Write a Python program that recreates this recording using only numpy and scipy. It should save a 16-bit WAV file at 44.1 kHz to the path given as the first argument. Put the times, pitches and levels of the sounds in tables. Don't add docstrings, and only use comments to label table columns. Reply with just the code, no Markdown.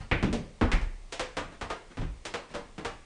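import sys
import numpy as np
from scipy import signal
from scipy.fft import rfft, irfft
from scipy.io import wavfile
from scipy.ndimage import uniform_filter1d

SR = 44100
rng = np.random.default_rng(int(sys.argv[2]) if len(sys.argv) > 2 else 0)


def master(y):
    cut = np.clip(np.atleast_2d(y).T, -1, 1)
    pcm = np.round(cut * 32767)
    wavfile.write(sys.argv[1], SR, pcm.astype(np.int16))


N = 134505

# (frequency [Hz], relative density [dB])
NOISE_SPECTRUM = [(12, -24), (20, -2.5), (70, -21.5), (237, -31), (307, -30), (1220, -36), (1540, -42.5),
                  (2160, -36), (2330, -39), (9250, -45.5), (10000, -50), (13000, -71), (22000, -120)]
# (delay [s], gain [linear])
REFLECTIONS = [(.0042, .8), (.0095, 0.26), (0.014, 0.39), (0.017, 0.34)]
# (frequency [Hz], T60 [s])
ROOM_DECAY = [(60, 0.85), (200, .4), (500, 0.46), (1200, 0.41), (2200, 0.44), (3300, .38), (5000, 0.36),
              (10000, .27)]
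# (frequency [Hz], gain [dB])
CURTAIN_EQ = [(100, 1), (1000, 2), (2500, -2), (5000, -2.5), (10000, -4.5)]
# (time [s], length [s], level [dB])
SOLE_SCUFFS = [(0.0, 0.022, -45), (.475, 0.067, -71), (1.514, 0.041, -50), (1.896, 0.025, -49.5),
               (2.488, 0.043, -48.5), (2.534, 0.018, -37.5)]
# (frequency [Hz], relative gain [dB])
SCUFF_EQ = [(100, -4), (300, 2.5), (600, -6.5), (2000, -8), (4500, -16), (10000, -27.5)]
# (time [s], level [dB], push length [s])
WEIGHT_LANDINGS = [(.006, -33.5, 0.0054), (.122, -21.5, 0.0053), (.234, -22.5, 0.0068),
                   (0.332, -30.5, 0.0068), (0.635, -14, 0.012), (0.733, -12.5, 0.015), (.828, -24.5, 0.01),
                   (1.205, -37.5, 0.0096), (1.379, -38, 0.005), (1.625, -33.5, 0.0072),
                   (1.994, -20.5, 0.014), (2.04, -18.5, 0.012), (2.294, -55, 0.034), (2.859, -38, 0.0073)]
# (frequency [Hz], relative level [dB], T60 [s])
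JOIST_MODES = [(32.16, -11.5, 0.82), (40.7, -5.5, 0.24), (53.4, -7.5, 0.25), (79.8, -4.5, 0.28),
               (106.7, -2, 0.19), (157, -8, 0.21)]
# (frequency [Hz], relative gain [dB])
RUMBLE_EQ = [(10, -33.5), (25, -5), (45, 1), (110, -7), (170, 0.5), (300, -18), (1000, -56.5)]
# (time [s], centre [Hz], level [dB])
SLAP_RINGS = [(.115, 2240, -34), (.719, 2080, -34.5)]
# (time [s], frequency [Hz], level [dB], T60 [s])
BOARD_MODES = [(.114, 475, -28.5, 0.15), (.116, 148, -33.5, 0.56), (0.226, 213, -32.5, .14),
               (.228, 324, -23.5, 0.23), (0.293, 182, -19.5, 0.081), (.329, 230, -28, 0.28),
               (.329, 722, -33.5, 0.17), (0.612, 222.6, -20, 0.091), (0.615, 343, -22, 0.086),
               (.613, 471, -20.5, 0.13), (.725, 168, -30, 0.31), (1.195, 506, -31, 0.31),
               (1.369, 524, -33, 0.18), (1.700, 510, -38, 0.13), (1.700, 1231, -26.5, 0.12),
               (1.986, 113, -28, .3), (2.012, 159.7, -31, 0.25), (2.340, 471, -34.5, 0.27),
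               (2.548, 473, -32, 0.21), (2.548, 579, -30, 0.21), (2.848, 469, -27, 0.13),
               (2.848, 785, -39, 0.3)]
# (time [s], thud [dB], knock [dB], clack [dB], slap [dB], snap [dB], roll [s], settle [s])
FOOTFALLS = [(0.1139, 1.5, 2, -0.6, 4, -19, 0.00025, 0.0029),
             (0.2262, 11, -0.5, -4.5, -6.5, -13.5, 0.0017, 0.0012),
             (0.3277, .5, 2, -11.5, -9.5, -8.5, 0.0011, 0.0028),
             (0.612, 9.5, 3.5, 3, -4, -16.5, 0.00056, 0.01),
             (.717, -2.5, -3.5, -3, -2.5, -8, 0.00044, .002),
             (.814, -23, -14.5, -19.5, -23, -22, 0.00093, .002),
             (1.1201, -20.5, -4.5, -14, -10, -7.5, 0.0049, 0.0058),
             (1.1922, -13.5, 0, -4, -5, -5.5, .0037, 0.0015), (1.366, -8, -1.5, -1.5, -6, -9, .004, 0.0051),
             (1.610, -12.5, -6, -4.5, -10.5, -14.5, 0.0031, 0.0064),
             (1.697, -15.5, 0, -5, -9.5, -13, 0.0061, 0.0036),
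             (1.971, -6, -11, -13.5, -16.5, -22.5, 0.000964, 0.021),
             (2.009, -8, -10, -16, -17.5, -28, 0.0064, 0.015),
             (2.251, -15.5, -7.5, -12, -10, -8, .0025, 0.0024),
             (2.3375, -13, -3, -5, -6.5, -11, 0.0025, 0.0025),
             (2.545, -11, -7.5, -7.5, -14, -15, 0.0044, 0.0055),
             (2.7803, -8, -9, -14, -16.5, -22.5, 0.00094, 0.0052),
             (2.8463, -14, -5, -3.5, -8.5, -10.5, 0.0031, 0.0085)]
FOOTFALL_BANDS_HZ = [230, 540, 1130, 2400, 6800]
# (frequency [Hz], gain [dB])
SHOE_EQ = [(20, -28.5), (45, -8), (100, -0.5), (160, 2), (230, 3.5), (330, 2.5), (395, 0), (490, -0.5),
           (630, -3), (820, -2), (1100, -2.5), (1700, -3.5), (2400, -5.5), (3300, -7), (4300, -10.5),
           (6200, -14), (8000, -17.5), (10000, -23.5)]


def amp(db):
    return 10 ** (np.asarray(db) / 20)


def decay(t, t60_s):
    return amp(-60 * t / t60_s)


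def unit_energy(x):
    return x / np.sqrt(np.sum(x ** 2) + 1e-20)


def curve_at(points, hz):
    points_hz, values = np.transpose(points)
    return np.interp(np.log(hz + 1), np.log(points_hz + 1), values)


def add(mix, start_s, sound):
    part = mix[max(round(start_s * SR), 0):][:len(sound)]
    part += sound[:len(part)]


def colour(x, eq, size=8192):
    log_gain = np.log(amp(curve_at(eq, abs(np.fft.fftfreq(size, 1 / SR)))))
    response = np.exp(np.conj(signal.hilbert(log_gain)))
    taps = np.fft.ifft(response).real[:size // 2]
    return signal.fftconvolve(x, taps)[:len(x)]


def whiten(x, width_bins=161):
    hz = np.fft.rfftfreq(len(x), 1 / SR)
    power = uniform_filter1d(abs(rfft(x)) ** 2, width_bins)
    return colour(x, np.transpose([hz, -10 * np.log10(power + 1e-12)]))


def velvet(count, slot_samples=8):
    taps = np.zeros(count)
    slots = np.arange(0, count - slot_samples, slot_samples)
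    taps[slots + rng.integers(0, slot_samples, len(slots))] = rng.choice([-1., 1.], len(slots))
    return taps


def room_noise(rms_db=-52.5):
    gain = amp(curve_at(NOISE_SPECTRUM, np.fft.rfftfreq(N, 1 / SR)))
    noise = irfft(rfft(rng.standard_normal(N)) * gain, N)
    return amp(rms_db) * np.sqrt(N) * unit_energy(noise)


def room_response(t, early_db=7, early_t60_s=0.2, late_db=5, build_s=0.0017, delay_spread=0.1):
    build = 1 - np.exp(-t / build_s)
    hz, frame_s, spectra = signal.stft(velvet(len(t)), SR, nperseg=256)
    spectra *= decay(frame_s, curve_at(ROOM_DECAY, hz)[:, None])
    late = signal.istft(spectra, SR, nperseg=256)[1][:len(t)]
    early = velvet(len(t)) * decay(t, early_t60_s)
    scattered = amp(early_db) * unit_energy(early * build) + amp(late_db) * unit_energy(late * build)
    path = colour(scattered, CURTAIN_EQ)
    path[0] += 1
    for delay_s, gain in REFLECTIONS:
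        shift = 1 + delay_spread * rng.uniform(-1, 1)
        path[round(delay_s * shift * SR)] += gain
    return path


def scuff(length_s, level_db, grain_spread_db=4):
    t = np.arange(SR // 2) / SR
    swell = np.sin(np.pi * np.minimum(t / length_s, 1))
    grains = velvet(len(t)) * amp(grain_spread_db * rng.exponential(1, len(t))) * swell
    heard = signal.fftconvolve(grains, room_response(t))[:len(t)]
    return amp(level_db) * np.sqrt(length_s * SR) * unit_energy(colour(heard, SCUFF_EQ))


def floor_boom(level_db, push_s, rumble_db=-8, rumble_t60_s=0.5):
    t = np.arange(SR) / SR
    push = np.sin(np.pi * np.minimum(t / push_s, 1))
    swing = sum(amp(db) * decay(t, t60_s) * np.cos(2 * np.pi * hz * t) for hz, db, t60_s in JOIST_MODES)
    rumble = np.sqrt(SR) * unit_energy(colour(velvet(len(t)), RUMBLE_EQ)) * decay(t, rumble_t60_s)
    response = swing + amp(rumble_db) * rumble
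    return amp(level_db) * signal.fftconvolve(push / push.sum(), response)[:len(t)]


def slap_ring(centre_hz, level_db, width_hz=540, t60_s=0.45):
    t = np.arange(SR * 3 // 4) / SR
    hz = np.fft.rfftfreq(len(t), 1 / SR)
    band = np.exp(-((hz - centre_hz) / width_hz) ** 2)
    cluster = irfft(rfft(velvet(len(t))) * band, len(t))
    return amp(level_db) * np.sqrt(len(t)) * unit_energy(cluster) * decay(t, t60_s)


def board_ring(hz, level_db, t60_s, rise_s=0.0072):
    t = np.arange(SR // 2) / SR
    envelope = (1 - np.exp(-t / rise_s)) * decay(t, t60_s)
    return amp(level_db) * envelope * np.sin(2 * np.pi * hz * t)


def footfall(thud_db, knock_db, clack_db, slap_db, snap_db, roll_s, settle_s, gain_db=16, grit_gain=0.52):
    t = np.arange(SR * 3 // 4) / SR
    contact = np.exp(-abs(t - roll_s) / settle_s)
    grit = velvet(len(t)) * rng.exponential(1, len(t)) * contact
    force = grit_gain * unit_energy(grit)
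    force[round(roll_s * SR)] += 1
    heard = whiten(signal.fftconvolve(force, room_response(t))[:len(t)])
    step_eq = list(zip(FOOTFALL_BANDS_HZ, [thud_db, knock_db, clack_db, slap_db, snap_db]))
    return -amp(gain_db) * colour(colour(heard, step_eq), SHOE_EQ)


def scene():
    mix = room_noise()
    layers = [(footfall, FOOTFALLS), (board_ring, BOARD_MODES), (slap_ring, SLAP_RINGS),
              (floor_boom, WEIGHT_LANDINGS), (scuff, SOLE_SCUFFS)]
    for source, events in layers:
        for start_s, *settings in events:
            add(mix, start_s, source(*settings))
    return mix[None]


def record(dry, cutoff_hz=10050):
    taps = signal.firwin(301, cutoff_hz, window=("kaiser", 9), fs=SR)
    return signal.oaconvolve(dry, taps[None], "same")


dry = scene()
out = record(dry)
master(out)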